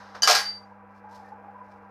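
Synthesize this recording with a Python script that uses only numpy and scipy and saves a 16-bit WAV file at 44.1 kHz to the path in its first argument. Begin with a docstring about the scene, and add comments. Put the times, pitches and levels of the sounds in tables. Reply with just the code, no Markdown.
"""A brief soft scrape, then a steel part clinks on its edge and clatters flat on a machine's metal tray.
The edge contacts ring the part's modes; the flat blows crack and ring the sheet metal and the part.
A thin, high tone swells and fades after the clatter. Behind it, in a small workshop:
a faint juddering rub, soft rustles of handling, mains hum and a dull machine whine."""
import sys
import numpy as np
from scipy import signal
from scipy.io import wavfile

SR = 44100
rng = np.random.default_rng(int(sys.argv[2]) if len(sys.argv) > 2 else 0)


def master_out(mix):
    """Clip the mix to full scale and print it as 16-bit PCM to the path in sys.argv[1]."""
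    frames = np.transpose(np.atleast_2d(mix))
    ceiling = np.clip(frames, -1, 1)
    pcm = np.round(ceiling * 32767).astype(np.int16)
    wavfile.write(sys.argv[1], SR, pcm)


N = 83790
T = np.arange(N) / SR

# blows on the tray: t/s, level/dB, favoured f/Hz, its lift/dB, treble lift/dB
BLOWS = [(0.2742, -17, 1290, 13, 4.5), (0.2795, -16, 1180, 2.5, 2), (0.2856, -26, 450, 14.5, -22),
         (0.2968, -17.5, 670, 18, 2), (0.3015, -23.5, 1620, 7.5, 1), (0.3106, -17.5, 650, 7, 3.5),
         (0.348, -21, 4540, 9, 4.5), (0.3505, -22, 1720, 15.5, 5), (0.371, -35.5, 5100, 11.5, 7.5),
         (0.392, -37, 1726, 21.5, 2.5)]
# strong ringing pitches of the part and tray: f/Hz, level/dB, t60/s
CLATTER_MODES = [(452, -17, .2), (715, -8, .12), (790, -12.5, .34), (840, -21, .6), (1070, -13, .2),
                 (1213, -15, .2), (1391, -16, .22), (1632, -10, .17), (2062, -17, .43), (2319, -17, .3),
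                 (3010, -19, .35), (4555, -15, .2), (4863, -13.5, .27), (5324, -15, .25), (5577, -17, .25)]
# dense sheet-metal modes: f/Hz, relative density/dB
SHEET_SPECTRUM = [(90, -44), (170, -25), (330, -21), (430, -11), (750, -4), (1300, -2.5), (2400, -8),
                  (3800, -6.5), (4800, -1), (6000, -5), (7300, -15), (10000, -20), (14000, -23)]
# their decay: f/Hz, t60/s
SHEET_DECAY = [(300, 0.2), (1500, .34), (5000, 0.26), (12000, 0.23)]
CRACK_DB, CRACK_T60_S, CHATTER_DB, CHATTER_HZ = 2, 0.032, 4.5, 360
MODES_DB, LOW_CUT_HZ, TREBLE_HZ = -1.5, 254, 7100
ROOM_TAIL_DB, ROOM_T60_S = -24.5, 0.48


def clatter():
    """Each blow gives a chattering crack, a dense ring with room tail, and modes of part and tray."""
    onset_s, db, favoured_hz, lift_db, treble_db = np.transpose(BLOWS)

    def envelope(hz, t60_s, lift_share=.6):
        """The blows add in energy at one pitch and die away."""
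        favour_db = lift_share * lift_db * coupling(hz, favoured_hz, octaves=0.21)
        shelf_db = treble_db / (1 + (TREBLE_HZ / hz) ** 2)
        strengths = from_db(db + favour_db + shelf_db)
        return np.sqrt(.5 * strengths ** 2 @ decay(onset_s[:, None], t60_s) ** 2)

    chatter = from_db(CRACK_DB + CHATTER_DB * np.clip(drift(CHATTER_HZ), -2, 2))
    sheet = modes = 0
    for hz, band in noise_bands(SHEET_SPECTRUM):
        crack = chatter * envelope(hz, CRACK_T60_S)
        room_tail = from_db(ROOM_TAIL_DB) * envelope(hz, ROOM_T60_S)
        ring = np.hypot(envelope(hz, at_hz(SHEET_DECAY, hz)), room_tail)
        sheet += np.hypot(crack, ring) * band
    for hz, mode_db, t60_s in CLATTER_MODES:
        ring = from_db(MODES_DB + mode_db) * envelope(hz, t60_s, lift_share=1)
        modes += ring * tone(hz, rough=.3, rate_hz=14)
    low_cut = signal.butter(2, LOW_CUT_HZ, "high", fs=SR, output="sos")  # keeps rumble out
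    return signal.sosfilt(low_cut, sheet + modes)


# edge contacts: t/s, level/dB, favoured f/Hz, its lift/dB
CLINKS = [(0.2208, -24.5, 6140, 17), (0.2306, -17, 4726, 3.5), (0.237, -24.5, 4700, 12.5)]
# modes of the part: f/Hz, level/dB, t60/s
PART_MODES = [(1631, -13, .24), (2993, -4, .14), (3090, -11, .1), (4694, -3, .1), (4790, -6, .07),
              (5281, -11, .16), (5599, -15, .2), (6115, -9, .075), (6950, -12, .22), (8732, -16.5, .16),
              (11560, -21, .15), (13650, -27, .12)]
# diffuse ring around each clink: f/Hz, relative density/dB
WASH_SPECTRUM = [(250, -29.5), (550, -5.5), (1600, 1), (2400, -15.5), (3700, -7.5), (4800, 2.5),
                 (6700, -5.5), (7600, -24)]
WASH_DB, WASH_T60_S = -7.5, 0.34
TICK_DB, TICK_T60_S = -7.5, .015
PART_DB, DAMPING_DB, CONTACT_S = 1.5, -7.5, 0.00047


def clinks():
    """Edge contacts tick and ring the part's modes; the second contact damps the ring of the first."""
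    onset_s, db, favoured_hz, lift_db = np.transpose(CLINKS)
    wash = np.sqrt(from_db(db) ** 2 @ decay(onset_s[:, None], WASH_T60_S) ** 2)
    ticks = from_db(TICK_DB + db) @ decay(onset_s[:, None], TICK_T60_S)
    out = from_db(WASH_DB) * wash * noise(WASH_SPECTRUM) + ticks * noise(SHEET_SPECTRUM)
    damping = np.ones((len(onset_s), N))
    damping[0] = from_db(DAMPING_DB * np.clip((T - onset_s[1]) / CONTACT_S, 0, 1))
    for hz, mode_db, t60_s in PART_MODES:
        favour_db = lift_db * coupling(hz, favoured_hz, octaves=0.082)
        strengths = from_db(PART_DB + db + mode_db + favour_db)
        ring = np.sqrt(.5 * strengths ** 2 @ (damping * decay(onset_s[:, None], t60_s)) ** 2)
        out += ring * tone(hz, rough=.42, rate_hz=58.7)
    return out


# swell and fade of the thin tone: t/s, level/dB
THIN_TONE_LEVEL = [(0.35, -33), (0.41, -32), (0.44, -38), (0.465, -29), (0.495, -27), (0.535, -38),
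                   (0.575, -40), (0.608, -54), (0.619, -68), (0.638, -52), (0.665, -80)]
THIN_TONE_HZ = 4665
OVERTONE_HZ, OVERTONE_DB, OVERTONE_T60_S, OVERTONE_FADE_S = 9840, -39.5, 0.37, 0.036


def thin_tone():
    """A thin, high tone swells and fades after the clatter, with a fluttering overtone."""
    start_s, end_s = THIN_TONE_LEVEL[0][0], THIN_TONE_LEVEL[-1][0]
    fade = np.clip(np.minimum(T - start_s, end_s - T) / OVERTONE_FADE_S, 0, 1) ** 2
    overtone_gain = from_db(OVERTONE_DB) * fade * decay(start_s, OVERTONE_T60_S)
    overtone = overtone_gain * tone(OVERTONE_HZ, rough=0.82, rate_hz=45)
    main_gain = gain_curve(THIN_TONE_LEVEL) * (fade > 0) / np.sqrt(2)
    return main_gain * tone(THIN_TONE_HZ, rough=.2, rate_hz=140) + overtone


# drag of the part: t/s, level/dB
SLIDE_LEVEL = [(0, -49.5), (0.142, -54.5), (0.152, -39.5), (0.205, -52.5), (0.3, -100)]
# its friction noise: f/Hz, relative density/dB
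SLIDE_SPECTRUM = [(300, -18.5), (520, -1.5), (1500, 3.5), (2400, -14.5), (5600, -11.5), (7100, -30),
                  (14000, -41)]


def slide():
    """The part drags softly just before it is let go."""
    return gain_curve(SLIDE_LEVEL) * noise(SLIDE_SPECTRUM)


# rub pulses: t/s, hold/s, f/Hz, level/dB
RUBS = [(0.713, 0.0053, 930, -47.5), (1.037, 0.074, 850, -49), (1.115, 0.0077, 918, -48),
        (1.155, 0.02, 879, -47.5), (1.196, 0.0065, 847, -42.5), (1.223, 0.015, 782, -47),
        (1.244, 0.039, 1803, -58), (1.318, 0.012, 845, -41), (1.338, 0.023, 856, -49.5),
        (1.398, 0.013, 792, -45.5), (1.439, 0.009, 815, -40), (1.481, 0.008, 810, -45.5),
        (1.544, 0.08, 1001, -47.5)]
RUB_ATTACK_S, RUB_T60_S = .002, .08


def rubs():
    """A hollow rub judders in rough pulses: each catches quickly, holds and rings out."""
    out = 0
    for onset_s, hold_s, hz, db in RUBS:
        attack = np.clip((T - onset_s) / RUB_ATTACK_S, 0, 1)
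        release = np.exp(-np.log(1000) * np.maximum(T - onset_s - hold_s, 0) / RUB_T60_S)
        out += from_db(db) * attack * release * tone(hz, rough=.55, rate_hz=75)
    return out


# swells of handling: t/s, level/dB
RUSTLE_LEVEL = [(0.68, -79), (0.84, -94), (0.974, -71.5), (1.02, -86), (1.075, -83), (1.12, -65),
                (1.16, -56.5), (1.214, -71), (1.298, -70), (1.35, -85.5), (1.62, -83), (1.73, -72.5),
                (1.8, -82.5)]
# handling noise: f/Hz, relative density/dB
RUSTLE_SPECTRUM = [(1500, 1), (2600, -9), (5200, 2.5), (7500, -11.5), (14000, -17)]
RUSTLE_DB, GRAIN_DB = -1, 2


def rustle():
    """Soft, slightly grainy handling noise."""
    grain = from_db(RUSTLE_DB + GRAIN_DB * drift(rate_hz=70))
    return gain_curve(RUSTLE_LEVEL) * grain * noise(RUSTLE_SPECTRUM)


# mains hum: f/Hz, rms level/dB
HUM_TONES = [(100, -63), (200, -55.5)]
# resonances of a running machine: f/Hz, level/dB
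WHINE_TONES = [(303, -69), (484, -60), (610, -63.5), (785, -59), (842, -58.5), (986, -57.5), (1150, -66),
               (1592, -66), (2360, -77)]
# workshop noise: f/Hz, relative density/dB
ROOM_SPECTRUM = [(25, -22.5), (60, 0), (160, -21), (300, -3.5), (950, -0.5), (1500, -1), (1900, -10.5),
                 (2500, -16), (3100, -31.5), (6000, -47), (14000, -44)]
ROOM_DB, NOTCH_HZ, NOTCH_Q = -55, 375, 8
LULL_AT_S, LULL_HALF_WIDTH_S, LULL_DB = 0.76, 0.34, -2


def workshop():
    """Mains hum and machine whine over dull room noise; all but the hum dips briefly after the clatter."""
    lull = from_db(LULL_DB * np.exp(-((T - LULL_AT_S) / LULL_HALF_WIDTH_S) ** 2))
    hum = sum(from_db(db) * tone(hz, rough=.06, rate_hz=10) for hz, db in HUM_TONES)
    whine = sum(from_db(db) * tone(hz, rough=0.9, rate_hz=22) for hz, db in WHINE_TONES)
    room = signal.lfilter(*signal.iirnotch(NOTCH_HZ, NOTCH_Q, fs=SR), noise(ROOM_SPECTRUM))
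    return hum + lull * (whine + from_db(ROOM_DB) * room)


# stereo width of the noise: f/Hz, side over mid/dB
STEREO_WIDTH = [(3000, -62.5), (5000, -24.5), (8500, -6), (14000, -8.5)]


def noise_bands(spectrum):
    """Stereo noise as (centre f/Hz, band) pairs, about rms 1 in all, wider in the treble."""
    edges_hz = np.concatenate([np.geomspace(22, 250, 6)[:-1], np.geomspace(250, 15500, 25)])
    centres_hz = np.sqrt(edges_hz[1:] * edges_hz[:-1])
    white = rng.standard_normal((2, 2, N))
    gains = from_db(at_hz(spectrum, centres_hz))
    gains /= np.sqrt(np.sum(gains ** 2 * np.diff(edges_hz)) * 2 / SR)
    bands = []
    for k, hz in enumerate(centres_hz):
        bandpass = signal.butter(3, edges_hz[k:k + 2], "band", fs=SR, output="sos")
        mid, side = signal.sosfilt(bandpass, white[k % 2])
        side *= from_db(at_hz(STEREO_WIDTH, hz))
        bands.append((hz, gains[k] * np.array([mid + side, mid - side])))
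    return bands


def noise(spectrum):
    """Steady coloured stereo noise."""
    return sum(band for hz, band in noise_bands(spectrum))


def tone(hz, rough, rate_hz):
    """A tone of about rms 1 that wavers in level and phase; rough runs 0-1."""
    phase = 2 * np.pi * (hz * T + rng.random())
    waver = drift(rate_hz) * np.sin(phase) + drift(rate_hz) * np.cos(phase)
    return np.sqrt(2 * (1 - rough ** 2)) * np.sin(phase) + rough * waver


def drift(rate_hz):
    """Smooth random motion, standard deviation 1."""
    hop, warmup = 40, 2000
    pole = np.exp(-2 * np.pi * rate_hz * hop / SR)
    white = rng.standard_normal(N // hop + warmup + 2)
    slow = signal.lfilter([1], [1, -2 * pole, pole * pole], white)[warmup:]
    return np.interp(np.arange(N) / hop, np.arange(len(slow)), slow / slow.std())


def decay(onset_s, t60_s):
    """Envelope of a blow: quick rise, exponential fall."""
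    age_s = np.maximum(T - onset_s, 0)
    return (1 - np.exp(-age_s / CONTACT_S)) * np.exp(-np.log(1000) * age_s / t60_s)


def coupling(hz, favoured_hz, octaves):
    """How well a contact couples to a pitch, 0-1."""
    return np.exp(-(np.log2(hz / favoured_hz) / octaves) ** 2)


def gain_curve(points):
    """Gain over time from (t/s, level/dB) points."""
    return from_db(np.interp(T, *np.transpose(points)))


def at_hz(points, hz):
    """Read a table on a log-frequency axis."""
    points_hz, values = np.transpose(points)
    return np.interp(np.log(hz), np.log(points_hz), values)


def from_db(db):
    """Decibels to gain."""
    return 10 ** (np.asarray(db) / 20)


def scene():
    """The part lands on the tray over the workshop background."""
    return slide() + clinks() + clatter() + thin_tone() + rubs() + rustle() + workshop()


def record(dry, cutoff_hz=14250):
    """A steep low-pass cuts the top treble."""
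    return signal.sosfilt(signal.ellip(12, .2, 90, cutoff_hz, fs=SR, output="sos"), dry)


dry = scene()
out = record(dry)
master_out(out)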